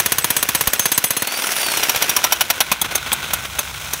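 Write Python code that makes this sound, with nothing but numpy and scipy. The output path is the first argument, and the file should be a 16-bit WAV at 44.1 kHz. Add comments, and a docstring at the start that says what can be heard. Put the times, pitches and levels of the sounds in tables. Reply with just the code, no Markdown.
"""An electric demolition hammer pounds concrete outdoors, 16 blows a second, its steel chisel ringing.
Lifted off the concrete, the motor races with a whine; switched off, it slows down and the rush of
its fan gives way to gritty gear noise. The loose chisel clanks in its holder ever more slowly.
A few hits carry a low thud, and loose pieces clink as the chisel catches them.
Under it all lies a low site rumble."""
import sys
import numpy as np
from scipy import signal
from scipy.fft import rfft, irfft
from scipy.io import wavfile
from scipy.ndimage import uniform_filter1d

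SR = 44100
rng = np.random.default_rng(int(sys.argv[2]) if len(sys.argv) > 2 else 0)


def log_audio(samples):
    """Write samples as a 16-bit WAV file to the path given in sys.argv[1]."""
    # one column per channel
    frames = np.atleast_2d(samples).T
    # limit to full scale, then quantise
    limited = np.clip(frames, -1, 1)
    pcm = np.round(limited * 32767).astype(np.int16)
    wavfile.write(sys.argv[1], SR, pcm)


N = 176400
T = np.arange(N) / SR  # seconds since the scene began
AGE = np.arange(SR // 6) / SR  # seconds since a hit began
SPLIT_HZ = 5000  # "body" is the sound below this pitch, "treble" the sound above
ATTACK_S = 0.00092  # how long a hit takes to build up

# Blows into concrete. Each row: start in seconds, body and treble levels in dB, length in seconds,
# then four levels in dB for the chisel's ring near 6, 8, 10 and 14 kHz.
CONCRETE_BLOWS = [(0, -18.5, -14, 0.0011, -35, -40, -43, -40),
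                  (0.0593, -19, -14, 0.0054, -32, -44, -39, -42),
                  (.1198, -18, -13, .0055, -34, -34, -32, -32),
                  (0.183, -20, -14.5, 0.0039, -37, -29, -28, -25),
                  (0.2432, -17.5, -14.5, 0.0021, -38, -41, -32, -24),
                  (0.303, -20, -13, 0.0061, -45, -35, -28, -30),
                  (.365, -20, -14, .0072, -28, -25.5, -21, -26),
                  (0.427, -19, -13.5, 0.0038, -39, -39, -41, -38),
                  (.488, -20.5, -15.5, 0.0041, -34, -30, -30, -26),
                  (0.548, -18, -14, 0.011, -28, -23.5, -28, -21),
                  (0.609, -19.5, -14, 0.0032, -35, -39, -32, -25),
                  (.672, -18, -13.5, 0.0074, -27, -25, -34, -30),
                  (0.733, -20, -13, 0.0028, -30, -31, -32, -32),
                  (.794, -19.5, -13, .0041, -14, -28, -20, -26),
                  (.855, -17.5, -13.5, 0.0083, -27, -37, -25, -30),
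                  (0.917, -20, -13.5, 0.0098, -25, -19.5, -32, -30),
                  (.977, -19, -10.5, .0047, -38, -41, -43, -30),
                  (1.04, -20.5, -13.5, 0.0058, -27, -27, -21, -25),
                  (1.1055, -22, -14.5, 0.0032, -27, -26, -32, -27),
                  (1.166, -24, -18.5, 0.012, -22.5, -28, -16, -30),
                  (1.221, -23, -18, 0.0018, -47, -50, -38, -42)]
# Pitches in Hz where a blow's ring levels apply: one for the low notes, then the four above.
RING_LEVEL_HZ = [5800, 6300, 8070, 9850, 13900]
# Clanks of the loose chisel. Each row: start in seconds, body and treble levels in dB,
# length in seconds, the chisel's share of the sound (0 is all holder, 1 is all chisel).
LOOSE_CLANKS = [(1.2714, -24.5, -23, .0054, 0.6), (1.321, -28, -25.5, 0.0049, 0.32),
                (1.373, -29, -26, 0.0042, 0.25), (1.42, -25.5, -27, .0067, 0.29),
                (1.469, -25.5, -22, 0.0059, 0.23), (1.518, -24, -22.5, .0061, 0.19),
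                (1.5644, -25, -26, .0038, 0.26), (1.614, -26, -23.5, .0052, 0.66),
                (1.663, -25, -25, .0056, 0.54), (1.716, -25, -23, .0052, 0.34),
                (1.771, -22, -20.5, 0.0052, 0.62), (1.832, -18.5, -17.5, 0.01, .12),
                (1.894, -18, -13, 0.0069, .055), (1.959, -21.5, -18.5, 0.0062, .1),
                (2.022, -17.5, -14, .0071, 0.073), (2.093, -21.5, -13.5, 0.011, 0.2),
                (2.164, -18, -11, 0.009, .1), (2.24, -15.5, -11.5, 0.011, 0.065),
                (2.322, -15.5, -12, 0.011, 0.095), (2.408, -15, -12, 0.011, 0.17),
                (2.501, -15, -12.5, .011, 0.061), (2.604, -13.5, -12.5, 0.012, 0.2),
                (2.7155, -17, -16, 0.014, 0.46), (2.8146, -23.5, -16, 0.0083, 1),
                (2.954, -23, -16.5, .0083, 0.85), (3.128, -21.5, -16, 0.0072, 1),
                (3.3337, -22.5, -16, 0.0081, 0.81), (3.59, -24.5, -18.5, 0.0048, 0.95),
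                (3.934, -25.5, -20.5, 0.0026, .75)]
# Light knocks and scrapes of the piston. Each row: start in seconds, level in dB, length in seconds.
PISTON_KNOCKS = [(1.288, -31, 0.0045), (1.341, -27, 0.0033), (1.388, -24.5, 0.0053), (1.439, -21.5, 0.0068),
                 (1.49, -24, 0.0034), (1.535, -27, 0.004), (1.583, -23.5, 0.004), (1.63, -21.5, 0.0042),
                 (1.684, -22.5, 0.0032), (1.737, -23.5, 0.004), (1.795, -23.5, 0.003), (1.827, -23, 0.0047),
                 (1.85, -24.5, 0.0053), (1.8846, -23, 0.004), (1.946, -21.5, 0.0059), (1.973, -27, 0.0045),
                 (2.013, -23.5, 0.0081), (2.04, -23.5, 0.004), (2.082, -26, 0.0049), (2.112, -25, 0.0048),
                 (2.156, -30, 0.0037), (2.189, -25, 0.0033), (2.266, -26, 0.008), (2.31, -28, 0.0036),
                 (2.499, -29, 0.0018), (2.844, -22, 0.024), (2.91, -23, 0.02), (2.9493, -22, 0.0071),
                 (2.978, -27.5, 0.0049), (3.062, -24.5, 0.021), (3.1174, -20, 0.0031),
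                 (3.237, -28.5, 0.013), (3.305, -26.5, 0.006), (3.451, -26, 0.0074), (3.586, -25, 0.0031),
                 (3.741, -33, 0.0063)]
# The notes steel rings with. Each row: pitch in Hz, relative level in dB, seconds to fade by 60 dB.
CHISEL_NOTES = [(1450, -10, .15), (3370, -7, .2), (5740, -10, .16), (6318, 0, .2), (6492, -6, .16),
                (8070, -3, .25), (9846, 0, .18), (10150, -6, .14), (13890, 0, .14), (14140, -3, .12)]
HOLDER_NOTES = [(1003, -38, .14), (1480, -35, .12), (2556, -26, .1), (2900, -31, .06), (5690, -32, .06),
                (5750, -29, .06), (10950, -31, .09), (11900, -33, .09)]
RATTLE_NOTE = [(8075, 0, .2)]
# Low thuds under one concrete blow and four of the loose chisel's clanks.
# Each row: start in seconds, level in dB, base pitch in Hz.
LOW_THUDS = [(0.675, -16.5, 150), (1.96, -26, 200), (2.092, -28, 305), (2.714, -23, 328), (2.816, -38, 403)]
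# Loose chunks and steel. Each row: start in seconds, level in dB, pitch in Hz, seconds to fade by 60 dB.
RUBBLE_CLINKS = [(2.094, -13.5, 3580, 0.046), (2.164, -13.5, 997, 0.11), (2.166, -16, 3290, 0.035),
                 (2.243, -14.5, 1013, 0.081), (2.243, -22.5, 1338, 0.38), (2.324, -11, 3090, 0.063),
                 (2.408, -9, 2930, 0.048), (2.409, -37, 750, 0.06), (2.502, -20, 682, 0.062),
                 (2.606, -10, 3640, 0.032), (2.605, -13, 1496, .08), (2.606, -26, 584, 0.068),
                 (2.717, -10, 1040, 0.028), (2.716, -10.5, 2488, 0.057), (2.814, -10, 3365, .03),
                 (2.815, -13, 13900, .04), (3.116, -14, 3390, .04), (3.336, -14.5, 1431, 0.046),
                 (3.588, -14, 2560, .05), (3.589, -20.5, 594, 0.065)]
# The motor's speed, heard as its whine. Each row: time in seconds, pitch in Hz.
WHINE_PITCH = [(0, 4010), (1.15, 4060), (1.2, 4200), (1.362, 4620), (1.45, 4860), (1.53, 4970),
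               (1.68, 4490), (1.82, 4070), (2.0, 3560), (4, 550)]
# The whine's two notes. Each row: time in seconds, main note's level in dB, level of its octave in dB.
WHINE_LEVELS = [(0, -56, -62), (1.17, -38, -60), (1.27, -29, -45), (1.37, -27, -29), (1.47, -57, -26.5),
                (1.53, -57, -33), (1.58, -43, -25), (1.63, -24, -27), (1.75, -27, -29), (1.85, -37, -41),
                (2.2, -60, -70), (4, -80, -80)]
# Fan and gear noise. Each row: time in seconds, body level in dB, treble level in dB.
RUSH_LEVELS = [(0, -29.5, -31.5), (.6, -30, -31.5), (1.1, -31, -33), (1.25, -30.5, -34),
               (1.44, -27.5, -26.5), (1.64, -26, -25), (1.95, -25, -26.5), (2.29, -29, -32),
               (2.63, -31, -35), (2.85, -31, -37.5), (3.02, -30, -35), (3.21, -27.5, -33),
               (3.38, -29.5, -33.5), (3.49, -34, -36.5), (3.56, -29, -32), (3.68, -30.5, -33.5),
               (3.77, -34, -35.5), (3.85, -30.5, -33), (4, -31.5, -31)]
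# The site's rumble. Each row: time in seconds, level in dB.
RUMBLE_LEVELS = [(0, -40.5), (.6, -43), (1.0, -54), (1.35, -60), (1.8, -47), (2.3, -46), (2.9, -40.5),
                 (3.4, -37.5), (4, -39.5)]
# A low hum. Each row: pitch in Hz, level in dB reached at the end.
HUM_NOTES = [(67, -41), (136, -49.5)]
# The tone colour of each noise. Each row: frequency in Hz, relative strength in dB.
BLOW_COLOUR = [(200, -2.5), (450, 1), (900, 4.5), (1450, 3.5), (1800, 3.5), (2500, 1.5), (3500, 3),
               (4300, 2), (5200, -7.5), (6400, 4), (7300, -5), (8100, 0.5), (9200, -4), (10000, 8),
               (10900, 0), (12700, 3.5), (14100, 3.5), (15500, -0.5)]
HOLDER_COLOUR = [(200, -3.5), (470, -11.5), (600, 6.5), (1000, 6.5), (1200, 3.5), (1450, 3), (1900, 2),
                 (2300, 6), (2560, 3), (3100, 6.5), (3700, 5), (5000, -3), (5400, -1), (5730, 14.5),
                 (6100, 0), (7500, 1), (9500, -3), (11000, 2.5), (12500, 6), (14000, 2), (15500, 4)]
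CHISEL_COLOUR = [(200, 1.5), (500, -4), (900, 6.5), (1450, -3), (1900, -1.5), (2600, -6), (3100, -6),
                 (3450, 6.5), (4200, -5), (5200, -6), (6100, -33), (6500, 8), (7100, 5), (7700, 0),
                 (8200, 9.5), (9000, 4.5), (10050, 16), (10900, 3), (12700, 9.5), (14000, 10.5),
                 (15500, 5.5)]
MOTOR_COLOUR = [(100, -18.5), (200, -6), (450, -2.5), (700, -1), (1200, -2.5), (1470, 3.5), (1750, -0.5),
                (2550, 2), (3500, -1.5), (4700, -10.5), (6000, -7.5), (7200, -13.5), (9500, -12),
                (13000, -14), (16000, -14)]
GEAR_COLOUR = [(100, -11), (200, -3.5), (450, -4), (700, -0.5), (1050, 2.5), (1250, 1), (1480, 8.5),
               (1750, -2.5), (2100, 3.5), (2570, 3), (2900, 0.5), (3350, 3), (4000, -0.5), (4800, -12.5),
               (6300, -6.5), (7200, -12), (9500, -12.5), (13000, -17.5), (16000, -12)]
RUMBLE_COLOUR = [(22, -33), (35, -23), (52, 3), (67, -3), (85, 7), (110, -4.5), (140, 2), (200, -5),
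                 (400, -36), (1000, -21)]


def pounding(low_ring_db=-26, choke_s=0.002, rattle_delay_s=0.027, flutter_db=3):
    """The chisel thumps into concrete and rings, and the tool rattles back onto it."""
    hits, steel = np.zeros(N), np.zeros(N)
    casing = rng.standard_normal(len(AGE))
    pitches = [hz for hz, _, _ in CHISEL_NOTES]
    for start, body_db, treble_db, length, *ring_db in CONCRETE_BLOWS:
        add(hits, start, impact(casing, BLOW_COLOUR, body_db, treble_db, length))
        add(hits, start, thump(db=rng.normal(-24, 2.2), hz=359 * rng.normal(1, 0.094)))
        steel *= np.exp(-np.clip(T - start, 0, 0.1) / choke_s)  # each blow stops the last ring
        levels = np.interp(pitches, RING_LEVEL_HZ, [low_ring_db, *ring_db])
        add(steel, start, ring(CHISEL_NOTES, levels))
        drop = start + rattle_delay_s
        add(steel, drop, ring(RATTLE_NOTE, ring_db[1]))
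        add(hits, drop + rng.normal(0, 0.0011), knock(db=rng.normal(-36, 2.2), length=0.0038))
    return hits + steel * unit(amp(flutter_db * drift(rate_hz=54)))


def loose_chisel(holder_ring_db=21, chisel_ring_db=-2):
    """The hammer throws the loose chisel against its holder; the piston knocks between strokes."""
    out = np.zeros(N)
    holder, chisel = rng.standard_normal((2, len(AGE)))
    for start, body_db, treble_db, length, share in LOOSE_CLANKS:
        share = np.clip(share, 0.01, 0.99)
        holder_gain, chisel_gain = np.sqrt(1 - share), np.sqrt(share)
        levels = [(body_db if hz < SPLIT_HZ else treble_db) + holder_ring_db for hz, _, _ in HOLDER_NOTES]
        add(out, start, holder_gain * impact(holder, HOLDER_COLOUR, body_db, treble_db, length))
        add(out, start, holder_gain * ring(HOLDER_NOTES, levels))
        add(out, start, chisel_gain * impact(chisel, CHISEL_COLOUR, body_db, treble_db, length))
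        add(out, start, chisel_gain * ring(CHISEL_NOTES, treble_db + chisel_ring_db, grip_db_per_s=1100))
    for start, db, length in PISTON_KNOCKS:
        add(out, start, knock(db, length))
    return out


def impact(part_noise, tone, body_db, treble_db, length, alike=0.52):
    """One strike with a bright crack. Reusing the struck part's noise makes its hits sound alike."""
    noise = np.sqrt(alike) * part_noise + np.sqrt(1 - alike) * rng.standard_normal(len(AGE))
    body = burst(colour(noise, tone, side=-1), length, fall_s=0.0057)
    crack = burst(colour(noise, tone, side=1), length, fall_s=0.0042)
    return amp(body_db) * body + amp(treble_db) * crack


def burst(noise, length, fall_s, hold_share=0.77, echo_db=-15.5, echo_s=0.01):
    """Steel chatters for a few milliseconds, and a faint echo scatters off the ground."""
    chatter = np.exp(-np.maximum(AGE - hold_share * length, 0) / fall_s)
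    echo = amp(echo_db) * np.exp(-AGE / echo_s)
    sound = noise * np.minimum(AGE / ATTACK_S, 1) * (chatter + echo)
    return sound * np.sqrt(0.02 * SR / np.sum(sound ** 2))  # long or short, the energy is the same


def ring(notes, levels_db, grip_db_per_s=0, scatter_db=4.5):
    """Struck steel rings a little differently each time; a grip on it makes the notes fade sooner."""
    age = np.arange(SR // 3) / SR
    out = np.zeros(len(age))
    for (hz, db, fade_s), level in zip(notes, np.broadcast_to(levels_db, len(notes))):
        start_db = db + level + rng.normal(0, scatter_db)
        fade = amp(start_db - (60 / fade_s + grip_db_per_s) * age)
        out += fade * np.sin(2 * np.pi * (hz * rng.normal(1, 0.00034) * age + rng.random()))
    return np.minimum(age / ATTACK_S, 1) * out


def knock(db, length):
    """A light, dull knock inside the tool."""
    return amp(db) * burst(colour(rng.standard_normal(len(AGE)), MOTOR_COLOUR), length, fall_s=0.0046)


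def thump(db, hz, rise_s=0.0033, sag_s=0.0049):
    """A short, low push whose pitch drops quickly."""
    swell = AGE / rise_s
    pitch = hz * (0.2 + np.exp(-AGE / sag_s))
    return amp(db) * swell * np.exp(1 - swell) * np.sin(phase(pitch))


def thuds_and_clinks(rise_s=0.0035, roughness=0.71):
    """Low thuds sit under a few hits; loose pieces chatter and clink when the chisel catches them."""
    out = np.zeros(N)
    for start, db, hz in LOW_THUDS:
        add(out, start, thump(db, hz))
    for start, db, hz, fade_s in RUBBLE_CLINKS:
        chatter = unit(uniform_filter1d(rng.standard_normal(len(AGE)), size=90))
        angle = 2 * np.pi * hz * AGE
        note = (np.sin(angle) + roughness * chatter * np.cos(angle)) / (1 + roughness ** 2)
        fade = amp(db - 60 * np.maximum(AGE - rise_s, 0) / fade_s)
        add(out, start, np.minimum(AGE / rise_s, 1) * fade * note)
    return out


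def fan_and_gears(grit=0.3, flutter_db=1.3, gears_from_s=2.05, gears_only_s=2.9):
    """The fan's rush of air gives way to gritty gear noise as the motor slows."""
    noise = rng.standard_normal(N) * np.exp(grit * drift(rate_hz=850))
    noise *= amp(flutter_db * drift(rate_hz=58))
    gear_share = np.interp(T, [gears_from_s, gears_only_s], [0, 1])
    out = np.zeros(N)
    for column, side in [(1, -1), (2, 1)]:  # body, then treble
        fan, gears = colour(noise, MOTOR_COLOUR, side), colour(noise, GEAR_COLOUR, side)
        out += amp(curve(RUSH_LEVELS, column)) * ((1 - gear_share) * fan + gear_share * gears)
    return out


def motor_whine(waver=0.004, flutter_db=3):
    """Two notes an octave apart rise and fall with the motor's speed."""
    angle = phase(curve(WHINE_PITCH) * (1 + waver * drift(rate_hz=150)))
    main = amp(curve(WHINE_LEVELS, column=1)) * np.sin(angle)
    octave = amp(curve(WHINE_LEVELS, column=2)) * np.sin(2 * angle)
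    return (main + octave) * unit(amp(flutter_db * drift(rate_hz=62)))


def site_rumble(waver=0.0544, flutter_db=3, hum_rise_db_per_s=6.5):
    """A low rumble, with a wavering hum that swells toward the end."""
    hum = np.zeros(N)
    for hz, db in HUM_NOTES:
        gain = amp(db + flutter_db * drift(rate_hz=7.9))
        hum += gain * np.sin(phase(hz * (1 + waver * drift(rate_hz=12.7))))
    rumble = amp(curve(RUMBLE_LEVELS)) * colour(rng.standard_normal(N), RUMBLE_COLOUR)
    return rumble + hum * amp(hum_rise_db_per_s * (T - T[-1]))


def amp(db):
    """Turns decibels into a number to multiply by."""
    return 10 ** (np.asarray(db) / 20)


def unit(x):
    """Scales a signal to an average strength (rms) of 1."""
    return x / np.sqrt(np.mean(x ** 2) + 1e-20)


def phase(hz):
    """Turns a changing pitch into the angle of a sine wave."""
    return 2 * np.pi * np.cumsum(hz) / SR


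def curve(rows, column=1):
    """Joins the points of a time table with straight lines."""
    rows = np.array(rows)
    return np.interp(T, rows[:, 0], rows[:, column])


def add(mix, start, sound):
    """Mixes a sound in at a start time in seconds."""
    part = mix[max(round(start * SR), 0):][:len(sound)]
    part += sound[:len(part)]


def colour(noise, tone, side=0):
    """Gives noise a tone colour; side -1 keeps the body, +1 the treble, 0 both."""
    hz = np.fft.rfftfreq(len(noise), 1 / SR)
    points_hz, db = np.transpose(tone)
    gain = amp(np.interp(np.log(hz + 1), np.log(points_hz), db))
    bass_cut = np.minimum(hz / points_hz[0], 1) ** 2
    split = np.sqrt(1 + side * np.tanh((hz - SPLIT_HZ) / 300))
    return unit(irfft(rfft(noise) * gain * bass_cut * split, len(noise)))


def drift(rate_hz):
    """A smooth random wobble, mostly slower than rate_hz."""
    hz = np.fft.rfftfreq(N, 1 / SR)
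    return unit(irfft(rfft(rng.standard_normal(N)) * np.exp(-(hz / rate_hz) ** 2), N))


def scene():
    """The hammer over the low rumble of the site, in one channel."""
    hits = pounding() + loose_chisel() + thuds_and_clinks()
    return (hits + fan_and_gears() + motor_whine() + site_rumble())[None]


def record(dry, top_hz=15750):
    """Gently squashes the loudest peaks, then cuts the very highest treble."""
    low_pass = signal.firwin(401, top_hz, window=("kaiser", 8), fs=SR)
    return signal.oaconvolve(np.tanh(dry), low_pass[None], "same")


dry = scene()
out = record(dry)
log_audio(out)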